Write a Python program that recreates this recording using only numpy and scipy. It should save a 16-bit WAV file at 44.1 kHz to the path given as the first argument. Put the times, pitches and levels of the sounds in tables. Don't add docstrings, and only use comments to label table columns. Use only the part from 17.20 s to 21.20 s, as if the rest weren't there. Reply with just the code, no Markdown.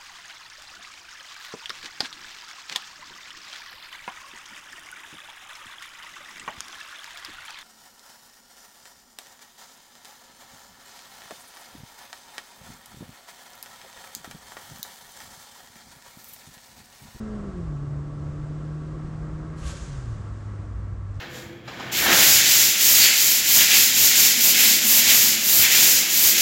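import sys
import numpy as np
from scipy.fft import rfft, irfft, next_fast_len
from scipy.io import wavfile
from scipy.ndimage import uniform_filter1d, map_coordinates

SR = 44100
rng = np.random.default_rng(int(sys.argv[2]) if len(sys.argv) > 2 else 0)


def bounce(signal):
    frames = np.transpose(np.atleast_2d(signal))
    limited = np.clip(frames, -1, 1)
    pcm = np.round(limited * 32767).astype(np.int16)
    wavfile.write(sys.argv[1], SR, pcm)


N = 176400

# time in seconds, firings per second, level in dB.
FIRING = [(0, 217.5, -33.5), (.1, 215, -35), (.26, 199.9, -36), (.34, 183.4, -41.5), (.395, 173.5, -31.5),
          (.46, 160.7, -35.5), (.52, 146.7, -30.5), (.58, 142.1, -33.5), (.8, 145, -30.5), (.9, 146, -36.5),
          (1.05, 146.8, -33.5), (1.5, 151.8, -34), (2.36, 156.9, -36.5), (2.5, 155.9, -42.5),
          (2.64, 154.5, -46.5), (2.7, 143, -34), (2.77, 135, -36), (2.82, 124, -39.5), (2.88, 114, -31.5),
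          (2.99, 101.4, -36.5), (3.25, 102.6, -35), (3.5, 99.04, -35), (4, 97.33, -34.5)]
# time in seconds, level of overtones and growl in dB.
ENGINE_LOAD = [(0, -47.5), (.25, -42.5), (.42, -45.5), (.6, -44.5), (1.1, -46), (1.5, -45), (2, -47),
               (2.37, -46.5), (2.6, -57), (3, -55), (4, -54.5)]
OVERTONE_MULTIPLES = [1, 1.5, 2.5, 3, 3.5, 4, 4.5, 5, 6, 7]
OVERTONE_DB = [-10, -7, -9.5, -13.5, -12.5, -2, -10.5, -14, -13, -16.5]

# time in seconds, level in dB.
RUMBLE_LEVEL = [(0, -41), (.22, -36.5), (.32, -40.5), (.42, -34), (.56, -41), (.76, -36.5), (.95, -41.5),
                (1.1, -36), (1.45, -41.5), (2.08, -36), (2.3, -39.5), (2.55, -36.5), (2.95, -35.5),
                (3.05, -41.5), (3.4, -40), (3.9, -37.5)]
TYRE_LEVEL = [(0, -44.5), (.4, -43.8), (.6, -47), (1.2, -46), (2, -44.5), (3.3, -44), (4, -46)]
TREAD_LEVEL = [(0, -52), (.3, -54.5), (.85, -56.5), (2.1, -54.5), (2.46, -51), (2.65, -56), (3.2, -55),
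               (4, -59.5)]
AIR_LEVEL = [(0, -60.5), (.5, -63.5), (.85, -65), (1.05, -63), (3.3, -64), (3.8, -68), (4, -65.5)]

# frequency in Hz, relative level in dB.
GROWL_COLOUR = [(100, -14.5), (220, -2.5), (330, 6.5), (450, -7), (650, -2), (900, -16), (1400, -13.5),
                (2200, -42), (4000, -61)]
RUMBLE_COLOUR = [(20, -20.5), (30, -9.5), (41, -10.5), (53, -3.5), (66, -3.5), (85, -10), (120, -9),
                 (200, -43)]
TYRE_COLOUR = [(140, 5), (230, -5.5), (320, -6.5), (420, -11), (580, -11.5), (780, -17.5), (1000, -16.5),
               (1400, -18), (1750, -21.5), (2200, -27.5), (3000, -41)]
AIR_COLOUR = [(1200, -28.5), (2500, 6.5), (4000, 3.5), (5500, 2.5), (8000, 1.5), (9000, -5.5), (10000, -13),
              (11000, -18), (12500, -54)]
VENT_COLOUR = [(400, -20), (1000, -2.5), (1600, -1), (2200, -3.5), (4000, -4), (5500, -4), (6600, -2.5),
               (7800, -4.5), (9000, -11.5), (10500, -19.5), (12000, -38.5)]
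SPIT_COLOUR = [(300, -14), (550, 12), (850, 6), (1500, -14), (2800, -0.5), (4600, -3), (7000, -1),
               (9000, -5.5), (10800, -6), (12400, -19)]

# pitch in Hz, width in Hz, relative level in dB.
TREAD_RINGS = [(910, 29, -8), (1127, 81, 6), (1325, 42, 3), (1628, 69, -4.5), (1905, 35, -6),
               (2103, 36, -8.5)]
PIPE_RINGS = [(1379.2, 46, 3), (1570.3, 44, 14), (1730, 54, -3), (2840, 47, 3), (4660, 130, -3.5),
              (6300, 65, 0), (6600, 40, 2), (6930, 100, 0)]

# middle in seconds, pitch in Hz, fade time in seconds, peak in dB.
BOOMS = [(0.489, 55.4, 0.017, -26), (2.466, 62.4, 0.018, -24), (2.874, 57.88, 0.026, -28.5),
         (3.14, 56.05, 0.041, -32.5), (3.576, 55.5, 0.095, -29), (3.751, 56.3, 0.054, -31)]
# middle and fade time in seconds, pitch and width in Hz, level in dB.
CHUFFS = [(2.44, 0.02, 2200, 902.5, -51.5), (2.469, 0.0099, 3780, 1800, -50), (2.531, 0.013, 560, 120, -44),
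          (2.598, 0.0119, 1620, 250, -57), (2.632, .03, 6500, 1100, -53)]
# start in seconds, level in dB (before the sound is halved), pitch in Hz.
TICKS = [(3.944, -51.5, 6050), (3.9562, -49, 6100)]


def amp(db):
    return 10 ** (np.asarray(db) / 20)


def unit(x):
    return x / np.sqrt(np.mean(x ** 2) + 1e-20)


def clock():
    return np.arange(N) / SR


def curves(rows):
    times, *columns = np.transpose(rows)
    return [np.interp(clock(), times, column) for column in columns]


def wobble(rate):
    return map_coordinates(rng.standard_normal(1024), [clock() * rate + 2], mode="wrap")


def filtered(x, response):
    size = next_fast_len(N + SR // 2)
    return irfft(rfft(x, size) * response(np.fft.rfftfreq(size, 1 / SR)), size)[:N]


def noise(colour):
    freqs, db = np.transpose(colour)
    freqs = np.r_[freqs[0] / 2, freqs, freqs[-1] * 2]
    db = np.r_[db[0] - 40, db, db[-1] - 40]
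    response = lambda hz: amp(np.interp(np.log(hz + 1), np.log(freqs), db))
    return unit(filtered(rng.standard_normal(N), response))


def ringing(rings):
    response = lambda hz: sum(amp(db) / (1 + 2 * ((hz - pitch) / width) ** 2)
                              for pitch, width, db in rings)
    return unit(filtered(rng.standard_normal(N), response))


def engine():
    firing_hz, firing_db = curves(FIRING)
    load_db, = curves(ENGINE_LOAD)
    crank_angle = np.pi * np.cumsum(firing_hz) / SR
    firing = np.sin(2 * crank_angle)
    drone = amp(firing_db + wobble(29.953)) * firing
    overtones = np.zeros(N)
    for multiple, db in zip(OVERTONE_MULTIPLES, OVERTONE_DB):
        gain = amp(db + 2 * wobble(24))
        drift = rng.uniform(0, 2 * np.pi) + 0.43 * wobble(22.03)
        overtones += gain * np.sin(multiple * crank_angle + drift)
    bite_s, fade_s, shudder_hz = 0.515, 0.2, 7.9
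    since = clock() - bite_s
    shudder_db = 5 * np.exp(-(since / fade_s) ** 2) * (np.cos(2 * np.pi * shudder_hz * since) - .5)
    growl = amp(-4.5) * unit(noise(GROWL_COLOUR) * (1 + .5 * firing))
    return np.sqrt(2) * drone + amp(load_db) * (np.sqrt(2) * amp(shudder_db) * overtones + growl)


def road():
    rumble_db, = curves(RUMBLE_LEVEL)
    tyre_db, = curves(TYRE_LEVEL)
    tread_db, = curves(TREAD_LEVEL)
    rumble = noise(RUMBLE_COLOUR)
    rumble /= np.sqrt(np.abs(uniform_filter1d(rumble ** 2, size=5000)) + 1e-6)
    roar = amp(tyre_db + 0.92 * wobble(8)) * noise(TYRE_COLOUR)
    tread = amp(tread_db + wobble(17)) * ringing(TREAD_RINGS)
    return amp(rumble_db) * rumble + roar + tread


def rushing_air():
    level_db, = curves(AIR_LEVEL)
    return amp(level_db + 0.17 * wobble(12)) * noise(AIR_COLOUR)


def body_booms():
    t = clock()
    return sum(amp(db) * np.exp(-((t - middle) / fade) ** 2) * np.cos(2 * np.pi * hz * (t - middle))
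               for middle, hz, fade, db in BOOMS)


def blow_off_valve():
    leak_s, open_s, rise_s = 2.355, 2.47, 0.023
    leak_db_per_s, drain_db_per_s, spit_db_per_s = 116, 38, 130
    t = clock()
    before, since = np.maximum(open_s - t, 0), np.maximum(t - open_s, 0)
    leak = amp(-4.5 - leak_db_per_s * before) * np.clip((t - leak_s) / rise_s, 0, 1)
    opening = np.maximum(leak, np.clip(1 - before / rise_s, 0, 1))
    hiss = noise(VENT_COLOUR) + amp(-9.5) * ringing(PIPE_RINGS)
    vent = amp(-43.5 - drain_db_per_s * since) * hiss
    spit = amp(-45.5 - spit_db_per_s * since) * noise(SPIT_COLOUR)
    flutter = amp(0.85 * wobble(70))
    return opening * (vent + spit) * flutter


def intake_chuffs():
    return sum(amp(db) * np.exp(-((clock() - middle) / fade) ** 2) * ringing([(hz, width, 0)])
               for middle, fade, hz, width, db in CHUFFS)


def ticks():
    fade_s, width_hz = 0.015, 1000
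    t = clock()
    clicks = np.zeros(N)
    for start, db, hz in TICKS:
        gain = (t >= start) * amp(db - 60 * np.abs(t - start) / fade_s)
        clicks += gain * ringing([(hz, width_hz, 0)])
    return clicks / 2


def scene():
    mix = engine() + road() + rushing_air() + body_booms() + blow_off_valve() + intake_chuffs() + ticks()
    return mix[None]


def record(dry):
    fade_s, top_hz = .004, 12450
    fade = np.clip(np.minimum(clock(), clock()[::-1]) / fade_s, 0, 1)
    return np.array([filtered(channel * fade, lambda hz: hz < top_hz) for channel in dry])


dry = scene()
out = record(dry)
bounce(out)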